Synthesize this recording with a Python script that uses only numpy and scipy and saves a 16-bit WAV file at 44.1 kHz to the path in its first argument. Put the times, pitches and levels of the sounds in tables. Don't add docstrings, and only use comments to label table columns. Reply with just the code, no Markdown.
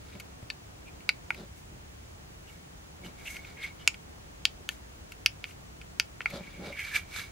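import sys
import numpy as np
from scipy import signal
from scipy.fft import rfft, irfft, next_fast_len
from scipy.io import wavfile

SR = 44100
rng = np.random.default_rng(int(sys.argv[2]) if len(sys.argv) > 2 else 0)


def wav_record(signal):
    frames = np.transpose(np.atleast_2d(signal))
    bounded = np.clip(frames, -1, 1)
    quanta = np.round(bounded * 32767).astype(np.int16)
    wavfile.write(sys.argv[1], SR, quanta)


N = 322371
TIME = np.arange(N) / SR

# knock_db, body_db, snap_db, tick_db, air_db
BUTTON_PRESSES = [(0.5014, -34.5, 2880, 3920, 0.00037, 2.5, -14, -1.5, -28, -7.5, -1.5, -18, -33),
                  (1.0911, -20.5, 2400, 4360, 0.00078, -10, -16, -5.5, -25.5, -12.5, -5.5, -18.5, -24.5),
                  (3.8761, -17.7, 2500, 5120, 0.00074, -10, -33, -9, -24.5, -15, -6, -5, -20),
                  (4.4533, -20.5, 3010, 4580, 0.00031, -11, -16, -11.5, -32, -16.5, -2, -10, -25),
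                  (5.261, -19, 2880, 5000, 0.00038, -4.5, -15, -8, -57, -15, -2.5, -25, -16),
                  (5.9984, -23.5, 2910, 5170, 0.000435, -10.5, -16, -10.5, -28, -8, -0.5, -16, -15.5)]
BUTTON_RELEASES = [(1.3052, -26, 2134, 4140, 0.00077, -18, -20, -8.5, -17, -5.5, -32, -29, -32),
                   (4.6902, -30, 3050, 3770, 0.00065, -9, -8, -10.5, -23.5, -7.5, -40, -10, -15),
                   (5.4414, -34.5, 2790.0, 4280, 0.00054, -9, -11, -12, -23, -12.0, -10, -21, -51),
                   (6.2065, -35, 2030.0, 4390.0, 0.0007, -6, -37, -10, -15, -6, -33.0, -39.0, -48.0),
                   (6.2584, -23, 2120, 3720, 0.00149, -9, -1, -5.5, -21.5, -8.5, -28, -31, -45)]


def buttons():
    out = np.zeros((2, N))
    for row in [*BUTTON_PRESSES, *BUTTON_RELEASES]:
        start_s, level_db, *crack_settings, knock_db, body_db, snap_db, tick_db, air_db = row
        levels_db = level_db + np.array([knock_db, body_db, 0, snap_db, tick_db, air_db])
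        add(out, start_s, click(*crack_settings, levels_db))
    return out


# pitch_hz, width_hz, level_db (each click's after-ring level is added)
CASE_RINGS = [(910, 190, -3), (1430, 200, 13), (1790, 57, 24), (2222, 190, 24), (2590, 140, 9.5),
              (3080, 130, 3), (3830, 200, 12.5), (4480, 86, 18.5), (4710, 250, 14.5), (6280, 245.0, 20),
              (6850, 180, 23), (11400, 2700, 20)]


def click(main_hz, snap_hz, landing_s, landing_db, ring_db, scatter_db, levels_db,
          main_width=1.166, snap_width=1.123, scatter_rise_s=0.0012, scatter_t60=0.029,
          side_db=-5.5, thud_db=-4.0):
    t = np.arange(SR // 14) / SR
    landing = np.sinc((t - landing_s) * SR)
    crack = signal.unit_impulse(len(t)) + from_db(landing_db) * landing

    swell = (1 - np.exp(-t / scatter_rise_s)) * from_db(-60 * t / scatter_t60)
    scatter = rng.standard_normal((2, len(t))) * from_db(scatter_db) * swell / np.linalg.norm(swell)
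    drive = np.array([crack + scatter[0], from_db(side_db) * scatter[1]])
    sound = drive + from_db(ring_db) * body(drive, CASE_RINGS)

    knock = from_db(thud_db) * band(sound, 370, 560) - band(sound, 710, 1036)
    low_body = band(sound, 1355, 1815)
    main = band(sound, main_hz / max(main_width, 1.05), main_hz * main_width)
    snap = band(sound, snap_hz / max(snap_width, 1.05), snap_hz * snap_width)
    tick = band(sound, 5980, 7680)
    air = band(sound, 9800, 12540, order=3)

    ten_ms = SR / 100
    mixed = np.zeros_like(sound)
    for part, level_db in zip([knock, low_body, main, snap, tick, air], levels_db):
        mixed += part * from_db(level_db) * np.sqrt(ten_ms / np.sum(part[0] ** 2))
    return stereo(*mixed)


# start_s, main_level_db (over 10 ms), brightness_db, main_pitch_hz, after_ring_db
CASE_TAPS = [(0.152, -56, 11, 2410, -25), (0.4277, -60.5, 17, 2420, -29), (0.1993, -44, 18, 2370, -22),
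             (0.2035, -45.5, 13, 2350, -23), (0.882, -56, 11, 2400, -13), (1.006, -55, 7, 2400, -13),
             (1.346, -45, 9, 2370, -13), (3.262, -46, 3, 2650, -22), (3.367, -41, 6, 2430, -15),
             (3.4492, -51.5, -3, 2450, -16), (3.9433, -43.5, 2, 2650, -16), (5.1207, -44, 14.5, 2470, -34),
             (5.4537, -48, -11, 2400, -28), (5.509, -51, 8, 2550, -26), (5.815, -47, 2, 2640, -23),
             (6.2164, -43, -1, 2660, -32), (6.303, -48.5, 18.5, 2300, -16), (6.7915, -42.5, 0, 2300, -9),
             (6.959, -34, 2, 2270, -11)]
TAP_LANDING_S, TAP_LANDING_DB = 0.000335, -10
TAP_SNAP_HZ, TAP_SCATTER_DB = 4040, -0.5
TAP_KNOCK_DB, TAP_BODY_DB, TAP_SNAP_DB, TAP_TICK_DB, TAP_AIR_DB = -44, -12, -15.5, -26.5, -26.5
TAP_SNAP_SHARE = 0.46


def taps():
    out = np.zeros((2, N))
    for start_s, level_db, bright_db, main_hz, ring_db in CASE_TAPS:
        snap_db = TAP_SNAP_DB + TAP_SNAP_SHARE * bright_db
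        tick_db, air_db = TAP_TICK_DB + bright_db, TAP_AIR_DB + bright_db
        levels_db = level_db + np.array([TAP_KNOCK_DB, TAP_BODY_DB, 0, snap_db, tick_db, air_db])
        tap = click(main_hz, TAP_SNAP_HZ, TAP_LANDING_S, TAP_LANDING_DB, ring_db, TAP_SCATTER_DB,
                    levels_db, main_width=1.256, snap_width=1.17, scatter_rise_s=0.00084, side_db=-10.0)
        add(out, start_s, tap)
    return out


# peak_s, rise_s, fall_s, case_db, brush_db, scratch_db
SKIN_SLIDES = [(0.13, 0.19, 0.13, -63.5, -60, -75), (1.395, 0.085, 0.069, -69.5, -54, -69),
               (1.585, 0.04, .05, -64, -81, -62.5), (2.485, 0.018, 0.15, -62, -67, -64),
               (3.06, 0.038, 0.059, -52, -55, -58), (3.195, .04, 0.097, -52, -62.5, -62),
               (3.28, 0.067, 0.15, -46, -55, -50.5), (3.35, 0.041, 0.05, -48, -56, -55),
               (3.48, 0.12, 0.092, -55, -57, -66), (3.585, 0.034, 0.085, -49.5, -62, -90),
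               (3.638, 0.049, 0.08, -42, -48, -55.5), (3.815, 0.045, 0.11, -56.5, -58.5, -79),
               (4.712, .02, 0.06, -55.5, -59, -56), (5.49, 0.043, 0.048, -58, -61, -61),
               (6.36, 0.11, 0.051, -60, -45.5, -59.5), (6.45, 0.22, 0.85, -53, -61.5, -77),
               (6.668, 0.074, 0.082, -46.5, -49, -61), (6.805, 0.079, 0.23, -39.5, -53, -55.5),
               (6.89, 0.19, 0.14, -43.5, -50.5, -57.5), (6.96, 0.035, 0.056, -30.5, -40, -42.5),
               (7.175, 0.083, 0.11, -38.5, -42.5, -47.5)]
# (per Hz, relative)
BRUSH_COLOUR = [(900, -6.5), (1380, 8), (2000, -1), (2900, 0.5), (3600, 2), (4900, 1), (6000, -9),
                (9000, -16), (16000, -50)]
# (per Hz, relative)
SCRATCH_COLOUR = [(2000, -10), (4500, -3), (6300, 2.5), (7600, 0.5), (9500, -1), (13300, 0), (16000, -42)]


def sliding(case_side_db=-11.0, brush_side_db=-8.0, scratch_side_db=-1.5):
    case_gain, brush_gain, scratch_gain = strokes(SKIN_SLIDES)
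    brush = [brush_gain * friction(grains(1800, 3.0, judder_db=2.5), BRUSH_COLOUR) for _ in range(2)]
    scratch = [scratch_gain * friction(grains(3600, 2.2, judder_db=1.7), SCRATCH_COLOUR)
               for _ in range(2)]
    mid = case_gain * rubbed_case() + brush[0] + scratch[0] + catches()
    side = from_db(case_side_db) * case_gain * rubbed_case()
    side += from_db(brush_side_db) * brush[1]
    side += from_db(scratch_side_db) * scratch[1]
    return stereo(mid, side)


# time_s, pitch_hz
CAVITY_PITCH = [(3.3, 2230), (3.65, 2209), (6.45, 2281), (6.8, 2260), (6.96, 2337), (7.18, 2253)]
CAVITY_WIDTH_HZ, CAVITY_DB = 96, 7
# pitch_hz, width_hz, level_db (before a random wander)
RUBBED_RINGS = [(1664, 65, -5), (1974, 55, -10), (2540, 110, -15.5), (2800, 110, 0), (3150, 150, 0)]


def rubbed_case(wander_db=-2.0, wander_hz=45.7):
    slips = grains(1600, 2.9, judder_db=2.3)
    cavity_hz = np.interp(TIME, *np.transpose(CAVITY_PITCH))
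    mean_hz = cavity_hz.mean()
    steady_cavity = resonate(slips, mean_hz, CAVITY_WIDTH_HZ)
    read_at = np.cumsum(cavity_hz / mean_hz)
    cavity = np.interp(read_at, np.arange(N), steady_cavity)
    rings = np.zeros(N)
    for hz, width, db in RUBBED_RINGS:
        rings += from_db(db + wander_db * waver(wander_hz)) * resonate(slips, hz, width)
    return rms_one(band(from_db(CAVITY_DB) * cavity + rings, 1600, 2460))


# middle_s, level_db (averaged over its length), length_s, pitch_hz
SKIN_CATCHES = [(0.128, -59, 0.025, 2360), (0.878, -58, 0.056, 2450), (2.488, -59.5, 0.044, 2840),
                (3.058, -52.5, 0.036, 2920), (3.259, -47, 0.011, 2610), (3.276, -40.5, 0.022, 2680),
                (3.307, -46, 0.025, 2170), (3.449, -50, 0.013, 2450), (3.633, -47.5, 0.022, 3400),
                (3.644, -38.5, 0.035, 2146), (3.811, -57.5, 0.052, 3000), (5.486, -61, 0.033, 2700),
                (6.31, -45, 0.019, 2250), (6.44, -51, .02, 2320), (6.73, -44, 0.026, 2240),
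                (6.742, -52, .01, 2210), (6.794, -37.5, 0.014, 2190), (6.804, -37, 0.011, 2280),
                (6.815, -41, .009, 2230), (6.794, -53.5, 0.095, 1700), (6.868, -52.5, 0.071, 1690),
                (6.934, -43, 0.059, 1710), (6.961, -25.5, 0.013, 2346), (6.962, -37, 0.026, 1670),
                (7.188, -50.5, 0.1, 1690)]


def catches(slips_per_s=380.0, sharpness=16.7, tick_db=-36.5):
    out, t = np.zeros(N), np.arange(SR // 10) / SR
    for middle_s, level_db, length_s, hz in SKIN_CATCHES:
        slips = np.zeros(len(t))
        slip_s = np.cumsum(rng.uniform(.5, 1.5, size=40)) / slips_per_s
        slip_s = slip_s[slip_s < min(length_s, t[-1])]
        strength = rng.uniform(.55, 1, size=40)[:len(slip_s)]
        slips[(slip_s * SR).astype(int)] = np.sin(np.pi * slip_s / length_s) * strength

        ring = band(resonate(slips, hz, hz / sharpness), hz / 1.18, hz * 1.5)
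        ring = ring + from_db(tick_db) * band(slips, 3000, 11000, order=1)
        unit_power = np.sqrt(length_s * SR / (np.sum(ring ** 2) + 1e-20))
        add(out, middle_s - length_s / 2, from_db(level_db) * ring * unit_power)
    return out


# pitch_hz, width_hz, level_db (relative to the bare friction)
WALL_RINGS = [(3520, 110, 1.5), (3860, 80, 3), (4190, 63, 1.5), (4930, 81, -6), (6100, 130, 2),
              (7680, 83, -1.5)]


def friction(slips, spectrum):
    return coloured(slips + body(slips, WALL_RINGS), spectrum)


def grains(per_s, spread_db, judder_db=0.0, judder_hz=91.7):
    sizes = from_db(spread_db * np.minimum(rng.exponential(1, N), 4) + judder_db * waver(judder_hz))
    happens = rng.random(N) < per_s / SR
    return rms_one(happens * sizes * rng.choice([-1, 1], N))


STROKE_DEPTH_DB = 20
STROKE_ROUNDNESS = 1.43


def stroke(peak_s, rise_s, fall_s):
    away = np.maximum((peak_s - TIME) / rise_s, (TIME - peak_s) / fall_s)
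    return from_db(-STROKE_DEPTH_DB * np.minimum(away, 10) ** STROKE_ROUNDNESS)


def strokes(rows):
    power = 0
    for peak_s, rise_s, fall_s, *levels_db in rows:
        power = power + np.outer(from_db(levels_db), stroke(peak_s, rise_s, fall_s)) ** 2
    return np.sqrt(power)


# peak_s, rise_s, fall_s, dull_db, hollow_db
GRIP_SHIFTS = [(0.155, 0.014, 0.025, -47, -52), (1.41, 0.078, 0.063, -45.5, -49.5),
               (1.73, 0.067, 0.053, -53, -62), (3.07, 0.1, 0.07, -47.5, -55.5),
               (4.605, 0.044, 0.064, -51.5, -62), (6.347, 0.05, 0.08, -40, -39),
               (6.628, 0.072, 0.045, -42.5, -46.5), (6.69, 0.12, 0.074, -43.5, -44)]
# pitch_hz, width_hz, level_db (relative)
DULL_RINGS = [(117, 36, -1), (190, 52, 11.5), (346, 76, 6)]
# pitch_hz, width_hz, level_db (relative)
HOLLOW_RINGS = [(567, 39, 8), (740, 100, -14)]
# start_s, level_db (peak, before decay), pitch_hz, fade_s (time to fall 60 dB)
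FINGER_BUMPS = [(0.1523, -39.5, 173, 0.045), (0.4278, -35.5, 112, 0.12), (3.062, -46, 178, 0.24),
                (6.337, -32.5, 175, 0.078), (6.408, -36, 170, 0.075), (6.478, -43, 187, 0.076),
                (6.594, -36, 185, 0.11)]


def hands(knock_db=-3.0):
    dull_gain, hollow_gain = strokes(GRIP_SHIFTS)
    rustle = grains(3000, 0.79)
    dull = rms_one(band(body(rustle, DULL_RINGS), 76, 750))
    hollow = rms_one(band(body(rustle, HOLLOW_RINGS), 260, 1860))
    mid = dull_gain * dull + hollow_gain * hollow

    t = np.arange(SR // 5) / SR
    knock = band(body(signal.unit_impulse(len(t)), DULL_RINGS + HOLLOW_RINGS), 79, 4500)
    knock = from_db(knock_db) * knock / np.abs(knock).max()
    for start_s, level_db, hz, fade_s in FINGER_BUMPS:
        thud = np.sin(2 * np.pi * hz * t) * from_db(-60 * t / fade_s)
        add(mid, start_s, from_db(level_db) * (knock - thud))
    return stereo(mid, 0)


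ROOM_T60_S, ROOM_DB = 0.15, -19


def room(x):
    t = np.arange(SR // 2) / SR
    fade = from_db(-60 * t / ROOM_T60_S) * (1 - np.exp(-t / 0.00059))
    tail = band(rng.standard_normal((2, len(t))), 150, 11000, order=1) * fade
    tail /= np.sqrt(np.sum(tail ** 2, axis=1, keepdims=True))
    return from_db(ROOM_DB) * signal.fftconvolve(x, tail, axes=1)[:, :N]


# (per Hz, relative)
FLOOR_MID_COLOUR = [(20, -24), (40, -5.5), (65, 0), (120, -7), (172, -8), (235, -16), (310, -15),
                    (560, -21), (720, -20), (900, -23), (2900, -29.5), (3800, -32.5), (5400, -33),
                    (6600, -30.5), (7900, -35), (11500, -49.5), (13500, -72)]
# (per Hz, relative)
FLOOR_SIDE_COLOUR = [(40, -15), (90, -20.5), (200, -7), (440, -5.5), (580, -10.5), (1200, -13),
                     (2500, -16.5), (4500, -21.5), (9000, -22.5), (15500, -18)]
FLOOR_MID_DB, FLOOR_SIDE_DB = -50.5, -51
TOP_HISS_HZ, TOP_HISS_WIDTH_HZ = 15580, 130
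TOP_HISS_SIDE_DB, TOP_HISS_MID_DB = -73.5, -78


def floor(waver_db=-0.7, waver_hz=4.5):
    mid, side, top_noise = rng.standard_normal((3, N))
    low_hz, high_hz = TOP_HISS_HZ - TOP_HISS_WIDTH_HZ, TOP_HISS_HZ + TOP_HISS_WIDTH_HZ
    top_hiss = rms_one(band(top_noise, low_hz, high_hz))
    air = stereo(from_db(FLOOR_MID_DB) * coloured(mid, FLOOR_MID_COLOUR),
                 from_db(FLOOR_SIDE_DB) * coloured(side, FLOOR_SIDE_COLOUR))
    air = air + (from_db(waver_db * waver(waver_hz)) - 1) * band(air, 150, 1500, order=1)
    return air + stereo(from_db(TOP_HISS_MID_DB) * top_hiss, from_db(TOP_HISS_SIDE_DB) * top_hiss)


def from_db(db):
    return 10 ** (np.asarray(db) / 20)


def rms_one(x):
    return x / np.sqrt(np.mean(x ** 2) + 1e-20)


def add(out, start_s, sound):
    at = int(round(start_s * SR))
    out[..., at:at + sound.shape[-1]] += sound[..., :N - at]


def band(x, low_hz, high_hz, order=2):
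    sos = signal.butter(order, [low_hz, min(high_hz, .45 * SR)], "band", fs=SR, output="sos")
    return signal.sosfilt(sos, x)


def resonate(x, hz, width):
    r = np.exp(-np.pi * width / SR)
    top = np.array([1, 0, -1]) * (1 - r * r) / 2
    bottom = [1, -2 * r * np.cos(2 * np.pi * hz / SR), r * r]
    return signal.lfilter(top, bottom, x + 1e-18)


def body(x, modes):
    return sum(from_db(db) * resonate(x, hz, width) for hz, width, db in modes)


def coloured(x, spectrum):
    hz, db = np.transpose(spectrum)
    size = next_fast_len(N)
    f = np.arange(size // 2 + 1) * SR / size
    gain = from_db(np.interp(np.log(f + 1), np.log(hz), db))
    return rms_one(irfft(rfft(x, size) * gain, size)[..., :N])


def waver(per_s):
    return np.interp(TIME * per_s, np.arange(N), rng.standard_normal(N))


def stereo(mid, side):
    return np.array([mid + side, mid - side])


# time_s, left_minus_right_db
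HAND_POSITION = [(0.5, 0.7), (1.1, 1.5), (3.0, 0), (6.3, 1), (6.75, -2.5), (7.3, -2)]


def scene():
    pan_db = np.interp(TIME, *np.transpose(HAND_POSITION))
    near = (buttons() + taps() + sliding()) * from_db([pan_db / 2, -pan_db / 2]) + hands()
    return near + room(near) + floor()


CUTOFF_HZ = 16000


def record(dry):
    rounded = dry / (1 + (dry / .92) ** 6) ** (1 / 6)
    steep_cut = signal.ellip(12, .1, 100, CUTOFF_HZ, fs=SR, output="sos")
    return signal.sosfilt(steep_cut, rounded)


dry = scene()
out = record(dry)
wav_record(out)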